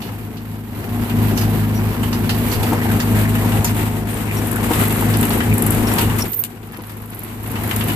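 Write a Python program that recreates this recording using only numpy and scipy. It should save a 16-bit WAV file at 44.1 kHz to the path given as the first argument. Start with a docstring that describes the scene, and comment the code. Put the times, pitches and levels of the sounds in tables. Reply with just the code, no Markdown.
"""A diesel drone and a steel clank open the scene: a sod harvester on a tractor, in an open field,
a few metres from a stereo pair of microphones. The engine holds governed speed under its pump's hum.
The conveyor rumbles and rattles, its chain ticks over a sprocket, sod rolls thud on a sheet-steel table
and the stacking arm clanks and squeaks. The whole din swells after a second, sinks suddenly around
a thin squeal, and comes back near the end."""
import sys
import numpy as np
from scipy import signal
from scipy.fft import rfft, irfft, next_fast_len
from scipy.io import wavfile
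from scipy.ndimage import map_coordinates

SR = 44100
rng = np.random.default_rng(int(sys.argv[2]) if len(sys.argv) > 2 else 0)


def store_wav(level_fs):
    """Save 16-bit WAV to argv[1]."""
    pcm = np.round(np.clip(np.atleast_2d(level_fs), -1, 1) * 32767)
    wavfile.write(sys.argv[1], SR, pcm.T.astype(np.int16))


N = 350595

# wind on the microphones, spills of soil, the table under load: (middle [s], length [s], level [dB])
WIND_PUFFS = [(2.61, .09, -24), (5.8, .16, -28)]
SOIL_SPILLS = [(6.76, .14, -42), (6.84, .06, -47), (6.91, .07, -46), (7.12, .07, -44), (7.26, .2, -47)]
TABLE_LOADED = [(5.3, 1.6, -29)]
# noise spectra of the machine's parts: (frequency [Hz], relative density [dB])
CRUMB_SPECTRUM = [(450, -20), (950, 0), (1700, -2), (2900, -6), (4500, -13), (9000, -24)]
BOOM_SPECTRUM = [(200, -54), (320, 4), (395, 0), (480, -1.5), (580, -17), (1000, -61)]
TICK_SPECTRUM = [(3000, -68), (6300, -17), (7600, 6), (9300, 5), (11000, 12.5), (12500, 13), (14500, -0.5)]
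RUMBLE_SPECTRUM = [(20, -30), (32, -11), (45, -12), (85, 2), (130, -3), (190, -3), (260, -2.5), (340, -4),
                   (480, -10), (560, -18), (800, -13.5), (1500, -39)]
RATTLE_SPECTRUM = [(250, -19), (520, 0), (720, -2), (950, 4), (1200, -0.5), (1900, -4.5), (2900, -7),
                   (3600, -21), (4800, -17.5), (5800, -19), (8000, -18), (14000, -54)]
HISS_SPECTRUM = [(2000, 8), (4000, 0.5), (5700, -9), (6800, -3), (8000, 2), (9500, 0), (11000, 2.5),
                 (12800, 7.5), (13700, 5), (14600, -0.5)]
KNOCK_SPECTRUM = [(250, -30), (400, 0), (560, -5), (720, -4), (950, 0), (1300, -3), (2000, -8), (3500, -25),
                  (6000, -50)]
# whine, hiss, rattle and drone as heard, swelling and sinking: (time [s], level [dB])
WHINE_LEVEL = [(0, -47), (.7, -58), (.95, -41), (1.3, -41), (1.7, -49), (3.1, -45), (3.6, -41.5),
               (4.2, -45), (5.2, -38), (6.15, -45), (6.35, -60), (7.3, -55), (7.7, -47)]
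HISS_LEVEL = [(0, -37.5), (.6, -41.5), (.9, -34), (1.1, -28), (1.9, -31), (2.6, -25), (3.8, -26),
              (4.05, -32), (4.6, -26), (4.8, -20.5), (5.1, -25), (6.2, -25), (6.35, -39), (6.6, -44),
              (7.1, -40), (7.4, -37.5), (7.7, -25.5), (7.95, -26.5)]
RATTLE_LEVEL = [(0, -38.5), (.62, -42.5), (.78, -38.5), (.88, -35.5), (1.15, -31), (1.4, -31), (1.95, -31),
                (2.5, -30.5), (2.72, -26), (3.1, -30.5), (3.6, -29.5), (4.1, -34.5), (4.7, -30.5),
                (6.15, -28.5), (6.25, -33), (6.33, -46.5), (7.35, -43), (7.6, -31.5), (7.95, -31.5)]
DRONE_LEVEL = [(0, -34), (.86, -29.5), (.95, -22), (1.2, -17.5), (1.6, -20), (2.7, -21.5), (3.15, -18.3),
               (3.8, -22), (4.2, -26.5), (4.7, -21.5), (5.35, -20.5), (6.1, -20.5), (6.25, -24.5),
               (6.34, -39.5), (7.3, -36), (7.6, -25.5), (7.8, -25.5), (7.95, -23)]
# singing valves, drags over steel, dry pivots: (middle [s], length [s], pitch [Hz], relative level [dB])
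VALVE_TONES = [(3.3, 0.81, 657, -40), (3.85, .6, 897, -42.5)]
DRAGS = [(2.655, 0.074, 760, -26), (2.81, .07, 1850, -31), (2.865, .04, 850, -28),
         (2.906, 0.058, 1710, -25.5), (2.932, .035, 810, -29), (3.19, .1, 1700, -33.5),
         (3.265, .04, 1950, -28), (3.45, .025, 856, -27.5), (3.56, .09, 800, -30),
         (4.307, 0.05, 2300, -27.5), (4.565, .05, 1500, -29.5), (4.81, .12, 1900, -45),
         (5.025, .03, 980, -29), (5.06, .07, 1750, -31), (5.522, .04, 2300, -28)]
PIVOT_SQUEAKS = [(1.38, .049, 6200, -37), (1.396, .065, 12700, -31), (1.769, .055, 5740, -39),
                 (2.032, .029, 7780, -37), (2.516, .07, 6160, -37.5), (4.114, .04, 9350, -41),
                 (4.146, .027, 9550, -36), (4.384, .042, 5630, -41), (4.827, .07, 12750, -29),
                 (5.881, .028, 5500, -34), (5.923, .035, 5520, -41), (6.213, .022, 5520, -30),
                 (6.225, .013, 5560, -22.5), (6.241, .02, 5500, -40)]
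# the gripper closing: (start [s], end [s], first pitch [Hz], last pitch [Hz], level [dB])
GRIPPER_CHIRPS = [(6.268, 6.332, 13050, 13500, -28), (6.295, 6.318, 12250, 12400, -33),
                  (6.315, 6.336, 14150, 14400, -18), (6.336, 6.358, 13800, 14450, -17),
                  (6.355, 6.385, 14200, 14050, -19), (6.362, 6.394, 13000, 12850, -27),
                  (6.370, 6.392, 10600, 10650, -34), (6.370, 6.392, 9720, 9760, -36),
                  (6.385, 6.412, 14000, 14130, -12), (6.405, 6.430, 14200, 14520, -17)]
# runs of chain ticks: (first [s], last [s], ticks [count], level [dB], loudest point [share of run],
# left-right [dB])
TICK_RUNS = [(4.471, 4.558, 3, -21.5, 0.44, 4), (4.795, 5.009, 6, -23.5, 0.35, -2),
             (5.169, 5.376, 6, -19, 0, 0), (5.538, 5.705, 5, -15.5, 0.84, 2), (5.747, 5.747, 1, -23, 0, 2),
             (5.9365, 5.9365, 1, -19.5, 0, -2), (6.671, 7.018, 8, -36.5, .6, -11),
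             (7.058, 7.235, 5, -29.5, 1, -6), (7.432, 7.515, 3, -27, 0.95, -9),
             (7.635, 7.676, 2, -23.5, 0.76, -9), (7.76, 7.917, 5, -25, 0.52, -8)]
# sod rolls landing: (time [s], level [dB], pitch [Hz], relative slap [dB], t60 [s])
ROLL_LANDINGS = [(2.718, -14, 295, -5, .07), (2.728, -14, 320, -3, .08), (4.706, -10, 310, -6, .055),
                 (6.783, -27, 330, -14, .09)]
# modes of the sheet-steel table: (frequency [multiple of the pitch], level [dB])
TABLE_MODES = [(1, 0), (1.5, -7), (2.45, -11), (3, -11), (4.4, -19)]
# where the conveyor sits between the microphones: (time [s], rattle left-right [dB], hiss left-right [dB])
CONVEYOR_BEARING = [(0, -1.5, -5), (2.4, -2.5, -5), (3.2, -2.5, 0), (4.3, -1, 2.5), (5.1, -0.5, 2),
                    (6.1, 4, 1), (6.5, 8, -1.5), (7.95, 15, -3)]
# how the two microphones colour the conveyor: (frequency [Hz], left-right [dB])
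MIC_SHADING = [(60, -0.5), (150, 2), (320, 7.5), (600, 3.5), (1000, 6), (1500, 5), (2500, 2.5),
               (4500, -6.5), (7000, 9), (9000, 22), (11000, -5), (13000, -7.5)]
# steel knocking on steel: (time [s], level [dB], pitch of the struck spot [Hz], relative body [dB],
# body pitch [Hz], relative treble [dB], t60 [s], left-right [dB])
ARM_BLOWS = [(0.017, -28.5, 3720, -14, 1800, -15, 0.28, -4), (0.068, -37, 4000, -10, 1800, -12, .14, -4),
             (0.370, -33, 4200, -12, 1800, -16, 0.13, -5), (1.097, -27.5, 3100, 3, 2300, -8, .16, -1),
             (1.375, -19.5, 5000, -5, 1500, -8, 0.16, -7), (1.4116, -25.5, 4450, -2, 1500, -7, .21, -3),
             (1.638, -38, 3000, 12, 1270, -14, .12, 2), (2.031, -24, 3000, 1, 1500, -7, .18, -4),
             (2.129, -21.5, 4500, -0.5, 1270, -18, .13, -3), (2.2925, -17.5, 4150, 2, 2800, -11, 0.19, -4),
             (2.515, -23.5, 5370, -16, 1800, -6, 0.22, -6), (2.536, -25.5, 4400, -18, 1800, -4, 0.17, -4),
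             (2.63, -22, 3930, -16, 1800, -4.5, 0.16, -1), (3.001, -18, 5000, 1.5, 1700, -19, 0.11, -1),
             (3.352, -25.5, 2900, 6, 1800, -3, .13, 0), (3.519, -26.5, 3000, 2, 2600, -12, 0.14, 0),
             (3.6443, -14, 6700, -4, 970, -5, 0.12, 1), (3.674, -23, 4600, -4, 1500, -12, .12, -4),
             (3.793, -33, 3000, 10, 1900, -12, .1, 0), (4.733, -22.5, 3700, 5, 1400, -2, .17, 1),
             (4.9068, -24, 3020, -3, 1000, -1, .12, 2), (5.137, -23, 4100, 4, 1500, -14, 0.19, 2),
             (5.229, -21, 2880, 4, 1200, -3, .14, 2), (5.304, -20, 3600, 1.5, 950, -8, 0.098, 2),
             (5.404, -21, 3060, 9.5, 1800, -17, 0.11, 4), (5.9833, -14.5, 3750, 2.5, 930, -5, 0.14, 2),
             (6.012, -20, 2960, 2, 1000, -3, 0.21, 0), (6.098, -27.5, 3000, 8, 1700, -6, 0.12, 2),
             (6.1852, -25.5, 5000, -4, 1500, 1.5, 0.21, 6), (6.332, -30, 3870, -10, 1800, 5.5, .072, 3),
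             (6.438, -17, 3300, -12, 2700, 3.5, 0.018, 2), (6.446, -26.5, 3100, -7, 2700, 3, 0.087, 5),
             (6.629, -37, 3050, -12, 1800, -14, .071, -1), (6.7322, -43, 2900, 13, 1300, -6, 0.2, 10),
             (6.8947, -36, 3800, 4, 1300, -2, .14, 3), (7.555, -26, 2700, 3, 1000, -17, .17, 0),
             (7.711, -16.5, 2600, 2, 2400, -15, 0.084, 3), (7.762, -25, 3300, -2, 950, 9, 0.03, 4),
             (7.8088, -19.5, 2850, 2.5, 2600, -20, 0.12, 0), (7.883, -25.5, 2860, -1, 1000, -3, .17, 1),
             (7.899, -21.5, 2860, 0, 2400, -10, 0.14, 3)]
# modes of the stacking arm: (frequency [Hz], width [Hz], level [dB])
ARM_MODES = [(2780, 470, 6.5), (3020, 77, 10), (3470, 290, -4.5), (3810, 230, -2.5), (4360, 170, 0.5),
             (5060, 52, 6.5), (5600, 120, -3.5), (6120, 90, 2.5), (6960, 170, 1.5), (7430, 280, -8),
             (12750, 90, 0)]
# modes of the frame under the arm: (frequency [Hz], level [dB], t60 [multiple of the blow's])
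FRAME_MODES = [(928, -0.5, 1.2), (1034, -8, 1.1), (1257, -5.5, 1.3), (1680, -4, 1.3), (1884, -3.5, 1.5),
               (2020, -4, 1), (2670, 2, .9), (3120, 6, .9)]
# governed crankshaft: (time [s], speed [turns/s])
CRANK_SPEED = [(0, 26.41), (3.9, 26.4), (4.6, 26.25), (5, 26.52), (5.5, 26.41), (7.95, 26.37)]
# tones locked to the shaft: (order [multiple of crank speed], level [dB])
ENGINE_ORDERS = [(2, -10.5), (3, -24), (4, 0), (5, -23), (6, -9.5), (7, -18), (8, -7.5), (10, -21),
                 (16, -20)]
PUMP_ORDERS = [(9, 0), (11.35, -11), (18, -27), (36, -31), (40.3, -30)]
# the drone as heard ducks briefly, mostly at loud clanks: (time [s])
DRONE_DUCKS = [0.85, 1.08, 1.39, 1.95, 2.54, 3.65, 4.73, 5.98]
# the low drone throbs: (time [s], level change [dB])
DRONE_THROBS = [(2.67, -8), (2.84, -6), (2.93, 3), (3.01, -9), (5.33, 3), (5.43, -9), (5.52, 6), (5.60, -8),
                (7.70, -8)]


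def amp(db):
    """Decibels to gain."""
    return 10 ** (np.asarray(db) / 20)


def unit(x):
    """Scale to rms 1."""
    return x / np.sqrt(np.mean(x ** 2) + 1e-20)


def along(points, hz):
    """Read (Hz, value) points on a log axis."""
    freqs, values = np.transpose(points)
    return np.interp(np.log(hz + 1), np.log(freqs + 1), values)


def curves(rows):
    """One value per sample for each column after the time."""
    times, *columns = np.transpose(rows)
    return [np.interp(np.arange(N) / SR, times, column) for column in columns]


def swells(rows):
    """Envelope of smooth humps from (middle [s], length [s], level [dB]) rows."""
    t = np.arange(N) / SR
    return sum(amp(db) * np.exp(-(2 * (t - s) / length) ** 2) for s, length, db in rows)


def wobble(rate):
    """A smooth random curve, rate knots a second."""
    knots = rng.standard_normal(int(N * rate / SR) + 4)
    fine = np.arange(0, len(knots) - 1, 1 / 8)
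    return np.interp(np.arange(N) * rate / SR, fine, map_coordinates(knots, [fine]))


def filtered(x, response):
    """x times a response of frequency."""
    n = x.shape[-1]
    padded = next_fast_len(n + 4096, True)
    return irfft(rfft(x, padded) * response(np.fft.rfftfreq(padded, 1 / SR)), padded)[..., :n]


def coloured(x, spectrum):
    """x shaped by (Hz, dB) points, at rms 1."""
    return unit(filtered(x, lambda hz: amp(along(spectrum, hz))))


def panned(x, pan_db):
    """Left louder than right by pan_db, at constant power."""
    gains = np.array([amp(pan_db / 2), amp(-pan_db / 2)]).reshape(2, -1)
    return x * gains / np.sqrt(np.mean(gains ** 2, axis=0))


def arriving(x, lead_ms):
    """A direct sound that reaches the left microphone lead_ms before the right."""
    return filtered(x, lambda hz: np.exp(1j * np.pi * hz * lead_ms / 1000 * np.array([[1], [-1]])))


def noise_pair(alike, lead_ms):
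    """White noise at the two microphones: a direct share and a scattered rest."""
    direct = arriving(rng.standard_normal(N), lead_ms)
    return np.sqrt(alike) * direct + np.sqrt(1 - alike) * rng.standard_normal((2, N))


def add(track, s, sound):
    """Mix a sound in at time s."""
    room = track[:, max(round(s * SR), 0):][:, :sound.shape[-1]]
    room += sound[..., :room.shape[-1]]


def jostle(rate, t60, spread_db):
    """Envelope of many small random contacts, each dying quickly."""
    blows = (rng.random(N) < rate / SR) * amp(spread_db * np.clip(rng.standard_normal(N), -2, 2))
    t = np.arange(SR // 8) / SR
    power = signal.fftconvolve(blows ** 2, amp(-60 * t / t60) ** 2)[:N]
    return unit(np.sqrt(np.abs(power)))


def noise_cycle():
    """One period of noise; repeated, it gives an even comb of lines."""
    return irfft(np.exp(2j * np.pi * rng.random(size=800)))


def hum(turns, orders, waver_db, drift):
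    """Lines locked to the shaft; the higher ones waver more in level and phase."""
    lines = np.zeros(N)
    for order, db in orders:
        unsteady = max(1, order / 9)
        phase = 2 * np.pi * (order * turns + rng.random()) + unsteady * drift * wobble(12)
        lines += np.sqrt(2) * amp(db + unsteady * waver_db * wobble(9)) * np.sin(phase)
    return lines


def wind():
    """Light puffs bump each microphone port on its own."""
    spectrum = [(12, -18), (30, -9), (70, -12), (200, -45), (1000, -90)]
    return panned(swells(WIND_PUFFS) * coloured(rng.standard_normal((2, N)), spectrum), pan_db=6)


def soil():
    """Crumbs fall from the lifted rolls and patter on the conveyor."""
    patter = jostle(rate=260, t60=.014, spread_db=4) * noise_pair(alike=.45, lead_ms=-.2)
    return panned(swells(SOIL_SPILLS) * coloured(patter, CRUMB_SPECTRUM), pan_db=-1)


def hydraulics(turns, whine_order=27):
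    """The pump whines thinly with the shaft; valves sing as the arm swings."""
    t = np.arange(N) / SR
    whine_db = curves(WHINE_LEVEL)[0] + wobble(8)
    whine = amp(whine_db) * np.sin(2 * np.pi * whine_order * turns + .2 * wobble(8))
    valves = sum(swells([(s, length, db)]) * np.sin(2 * np.pi * hz * t + .5 * wobble(15))
                 for s, length, hz, db in VALVE_TONES)
    return arriving(np.sqrt(2) * (whine + valves), lead_ms=-.1)


def table_boom(links_per_s=24.9, link_share=.55):
    """Under a full row of rolls the sheet-steel table booms, shaken alike by every link of the chain."""
    cycle = noise_cycle()
    links = np.arange(N) / SR * links_per_s + .02 * wobble(5)
    beat = unit(cycle[(links % 1 * len(cycle)).astype(int)])
    shaking = np.sqrt(link_share) * beat + np.sqrt(1 - link_share) * noise_pair(alike=1, lead_ms=-.065)
    load = swells(TABLE_LOADED) * amp(2.3 * wobble(18))
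    return panned(load * coloured(shaking, BOOM_SPECTRUM), pan_db=8.5)


def scrapes(half_width_octaves=.25):
    """Sod and slats drag over steel: a cluster of coarse catches sounds around one pitch."""
    out, t = np.zeros((2, N)), np.arange(N) / SR
    grit = noise_pair(alike=.7, lead_ms=-.18) * jostle(rate=320, t60=.014, spread_db=4)
    for s, length, hz, db in DRAGS:
        near = np.abs(t - s) < length
        band = lambda f: amp(-6 * (np.log2((f + 1) / hz) / half_width_octaves) ** 2)
        drag = unit(filtered(grit[:, near], band))
        add(out, s - length, amp(db) * drag * np.exp(-(2 * (t[near] - s) / length) ** 2))
    return panned(out, pan_db=2)


def squeaks(pitch_stray=.016, scrape_db=-9):
    """Dry pivots stick and slip in short rough chirps with one overtone and a faint scrape."""
    out, t = np.zeros((2, N)), np.arange(N) / SR
    stray = np.cumsum(wobble(2500)) / SR
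    grip = unit(amp(3.5 * wobble(260)))
    for s, length, hz, db in PIVOT_SQUEAKS:
        near = np.abs(t - s) < length / 2
        phase = 2 * np.pi * hz * (t[near] + pitch_stray * stray[near])
        tone = arriving(np.sin(phase) + amp(-5) * np.sin(2 * phase), lead_ms=-.2)
        scrape = unit(filtered(rng.standard_normal(tone.shape), lambda f: 1 / (1 + ((f - hz) / 900) ** 2)))
        swell = np.cos(np.pi * (t[near] - s) / length) * grip[near]
        add(out, s - length / 2, amp(db + 4) * swell * (tone + amp(scrape_db) * scrape))
    return out


def gripper_squeal(stray_hz=110, flutter_db=3):
    """Off to the right the gripper takes hold and slips in very high, fluttering chirps, most rising."""
    out = np.zeros((2, N))
    stray = 2 * np.pi * np.cumsum([stray_hz * wobble(900) for side in range(2)], axis=1) / SR
    flutter = amp(flutter_db * np.tanh(wobble(400)))
    for start, end, start_hz, end_hz, db in GRIPPER_CHIRPS:
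        span = np.arange(round(start * SR), round(end * SR))
        phase = 2 * np.pi * np.cumsum(np.linspace(start_hz, end_hz, len(span))) / SR + stray[:, span]
        add(out, start, amp(db) * np.sqrt(np.hanning(len(span))) * flutter[span] * np.sin(phase))
    return panned(out, pan_db=-9)


def chain(sag_db=5.5, thin_below_db=-21, rebound_s=.014, rebound_db=-9):
    """Link after link scrapes onto the sprocket and rebounds; the frame scatters each tick."""
    out, t = np.zeros((2, N)), np.arange(SR // 10) / SR
    envelope = (1 - np.exp(-t / .0003)) * (np.exp(-(t / .0062) ** 4) + .27 * amp(-60 * t / .11))
    for first, last, links, peak_db, crest, pan_db in TICK_RUNS:
        for share in np.linspace(0, 1, round(links)):
            s = first + share * (last - first)
            db = peak_db - sag_db * (share - crest) ** 2 + rng.normal()
            # light ticks keep only their highest part
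            thin_db = np.clip((thin_below_db - db) * 2, 0, 10)
            spectrum = [(hz, level - thin_db * (hz < 10000)) for hz, level in TICK_SPECTRUM]
            rebound = (rebound_s * rng.uniform(.7, 1.3), rebound_db + 2 * rng.normal())
            for delay, drop_db in [(0, 0), rebound]:
                tick = envelope * coloured(rng.standard_normal((2, len(t))), spectrum)
                add(out, s + delay, panned(amp(db + drop_db) * tick, pan_db))
    return out


def thuds(push_s=.005):
    """Heavy soft rolls drop on the sheet-steel table: its low modes boom briefly under a flat slap."""
    out, t = np.zeros((2, N)), np.arange(SR // 3) / SR
    slap_spectrum = [(400, -18), (700, 0), (900, -2), (1400, -10), (4000, -28)]
    for s, db, hz, slap_db, t60 in ROLL_LANDINGS:
        boom = sum(amp(level + rng.normal()) * np.sin(2 * np.pi * (ratio * hz * t + rng.random()))
                   for ratio, level in TABLE_MODES)
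        slap = coloured(rng.standard_normal(len(t)), slap_spectrum)
        fade = (1 - np.exp(-t / .003)) * amp(-60 * np.maximum(t - push_s, 0) / t60)
        add(out, s, amp(db) * (boom + amp(slap_db - 3) * slap) * fade)
    return panned(out, pan_db=4.5)


def slat_knocks(per_s=7, relative_db=-1, hz=2720):
    """Slats knock at random, louder when the rattle is louder; rows as in ARM_BLOWS."""
    rattle_db = curves(RATTLE_LEVEL)[0]
    knocks = []
    for when, force, spot in rng.random((int(per_s * N / SR), 3)):
        db = rattle_db[int(when * N)] + relative_db + 6 * (force - .5)
        spot_hz = hz * 2 ** (spot - .5)
        knocks.append((when * N / SR, db, spot_hz, 0, spot_hz / 2, -6, .09, 0))
    return knocks


def frame_ring(t, body_hz, t60, fall_db_per_octave=12):
    """The frame's modes near the body pitch of a blow ring out."""
    hz, db, life = np.transpose(FRAME_MODES)[:, :, None]
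    sizes = amp(db + rng.normal(0, 1.4, hz.shape) - fall_db_per_octave * np.abs(np.log2(hz / body_hz)))
    cycles = hz * (1 + .006 * rng.standard_normal(hz.shape)) * t + rng.random(hz.shape)
    ring = np.sum(sizes * np.sin(2 * np.pi * cycles) * amp(-60 * t / (t60 * life)), axis=0)
    attack = 1 - np.exp(-t / .0006)
    return arriving(ring * attack / np.sqrt(np.sum(sizes ** 2) / 2), lead_ms=-.15)


def arm_ring(noise, spot_hz, fall_db_per_octave=12.6, mode_stray=.015):
    """The struck spot picks out the arm's modes near its pitch; the load shifts them a little."""
    sizes = [amp(db + 2 * rng.normal() - fall_db_per_octave * abs(np.log2(hz / spot_hz)))
             for hz, width, db in ARM_MODES]
    shift = 1 + mode_stray * rng.normal()

    def modes(f):
        return sum((-1) ** k * sizes[k] * 1j * f * width / ((shift * hz) ** 2 - f * f + 1j * f * width)
                   for k, (hz, width, db) in enumerate(ARM_MODES))
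    return unit(filtered(noise, modes))


def clanks(clatter_db=-5.5):
    """Blows ring the damped steel arm with a loose clatter and a bright crack; the frame thumps below."""
    out, t = np.zeros((2, N)), np.arange(SR // 3) / SR
    thump_spectrum = [(300, -27), (850, 0), (1800, 1), (3500, -21)]
    crack_spectrum = [(5500, -3), (8200, 9.5), (11000, 6.5), (13000, 16.5), (14500, 5.5)]
    for s, db, hz, body_db, body_hz, treble_db, t60, pan_db in ARM_BLOWS + slat_knocks():
        ring_noise, thump_noise, crack_noise, clatter_noise = rng.standard_normal((4, 2, len(t)))
        clatter = unit(filtered(clatter_noise, lambda f: amp(-26 * np.log2((f + 1) / hz) ** 2)))
        ring = unit(arm_ring(ring_noise, hz) + amp(clatter_db) * clatter)
        thump = amp(body_db - 5) * coloured(thump_noise, thump_spectrum)
        crack = amp(treble_db + 7) * coloured(crack_noise, crack_spectrum)
        # a hard first contact, then the ring dies away
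        fade = (1 - np.exp(-t / .00028)) * (1 + .5 * np.exp(-t / .00084)) * amp(-60 * t / t60)
        body = amp(body_db - 4) * frame_ring(t, body_hz, t60)
        add(out, s, panned(amp(db - 4) * (fade * (ring + thump + crack) + body), pan_db))
    return out


def conveyor(turns, rumble_over_rattle_db=8):
    """The frame's rumble swells and sinks with the rattle of slats and crumbs; belts and oil lines hiss."""
    waver_db = .92 * wobble(12)
    rattle_db = curves(RATTLE_LEVEL)[0] + waver_db
    rumble_db = rattle_db + rumble_over_rattle_db + wobble(16)
    hiss_db = curves(HISS_LEVEL)[0] + waver_db
    rumble = amp(rumble_db) * coloured(noise_pair(alike=.97, lead_ms=-.077), RUMBLE_SPECTRUM)
    # every firing, two a turn, shakes the loose parts
    shake = amp(.16 * np.sin(2 * np.pi * 2 * turns))
    contacts = jostle(rate=650, t60=.04, spread_db=3.6) * shake
    rattle = amp(rattle_db) * coloured(noise_pair(alike=.5, lead_ms=-.18) * contacts, RATTLE_SPECTRUM)
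    sizzle = noise_pair(alike=.02, lead_ms=-.21) * jostle(rate=900, t60=.2, spread_db=9.5)
    hiss = amp(hiss_db) * coloured(sizzle, HISS_SPECTRUM)
    rattle_pan, hiss_pan = curves(CONVEYOR_BEARING)
    din = rumble + panned(rattle, rattle_pan) + panned(hiss, hiss_pan)
    return filtered(din, lambda hz: panned(.84, along(MIC_SHADING, hz)))


def tractor(turns, duck_db=8.5, half_width_s=.03, full_drone_db=-22.5, knock_db=-11.5):
    """Near the middle of the pair: low diesel orders, combustion knock and the nine-piston pump."""
    t = np.arange(N) / SR
    bump = lambda s: np.exp(-((t - s) / half_width_s) ** 2)
    drone_db = curves(DRONE_LEVEL)[0] - duck_db * sum(bump(s) for s in DRONE_DUCKS)
    engine_db = drone_db + sum(db * bump(s) for s, db in DRONE_THROBS) + 1.1 * wobble(13)
    # the pump's hum follows a little below the drone
    pump_db = full_drone_db - 4.5 + .99 * (drone_db - full_drone_db) + 1.9 * wobble(12)
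    engine = amp(engine_db) * hum(turns, ENGINE_ORDERS, waver_db=1.1, drift=.017)
    pump = amp(pump_db) * hum(turns, PUMP_ORDERS, waver_db=.7, drift=.06)
    # the block gives the same burst of knocks on every turn
    cycle = noise_cycle()
    bursts = cycle[(turns % 1 * len(cycle)).astype(int)]
    knock = amp(curves(RATTLE_LEVEL)[0] + knock_db) * coloured(bursts, KNOCK_SPECTRUM)
    return (panned(arriving(engine, lead_ms=-.43), pan_db=1)
            + panned(arriving(pump + knock, lead_ms=-.044), pan_db=2))


def scene():
    """The whole machine from a few metres away, in the open field."""
    turns = np.cumsum(curves(CRANK_SPEED)[0]) / SR
    running = tractor(turns) + hydraulics(turns) + conveyor(turns) + chain() + table_boom()
    return running + clanks() + thuds() + scrapes() + squeaks() + gripper_squeal() + soil() + wind()


def record(dry):
    """The recorder keeps nothing above its band limit."""
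    top_hz = 14620
    return filtered(dry, lambda hz: 1 / np.sqrt(1 + (hz / top_hz) ** 240))


dry = scene()
out = record(dry)
store_wav(out)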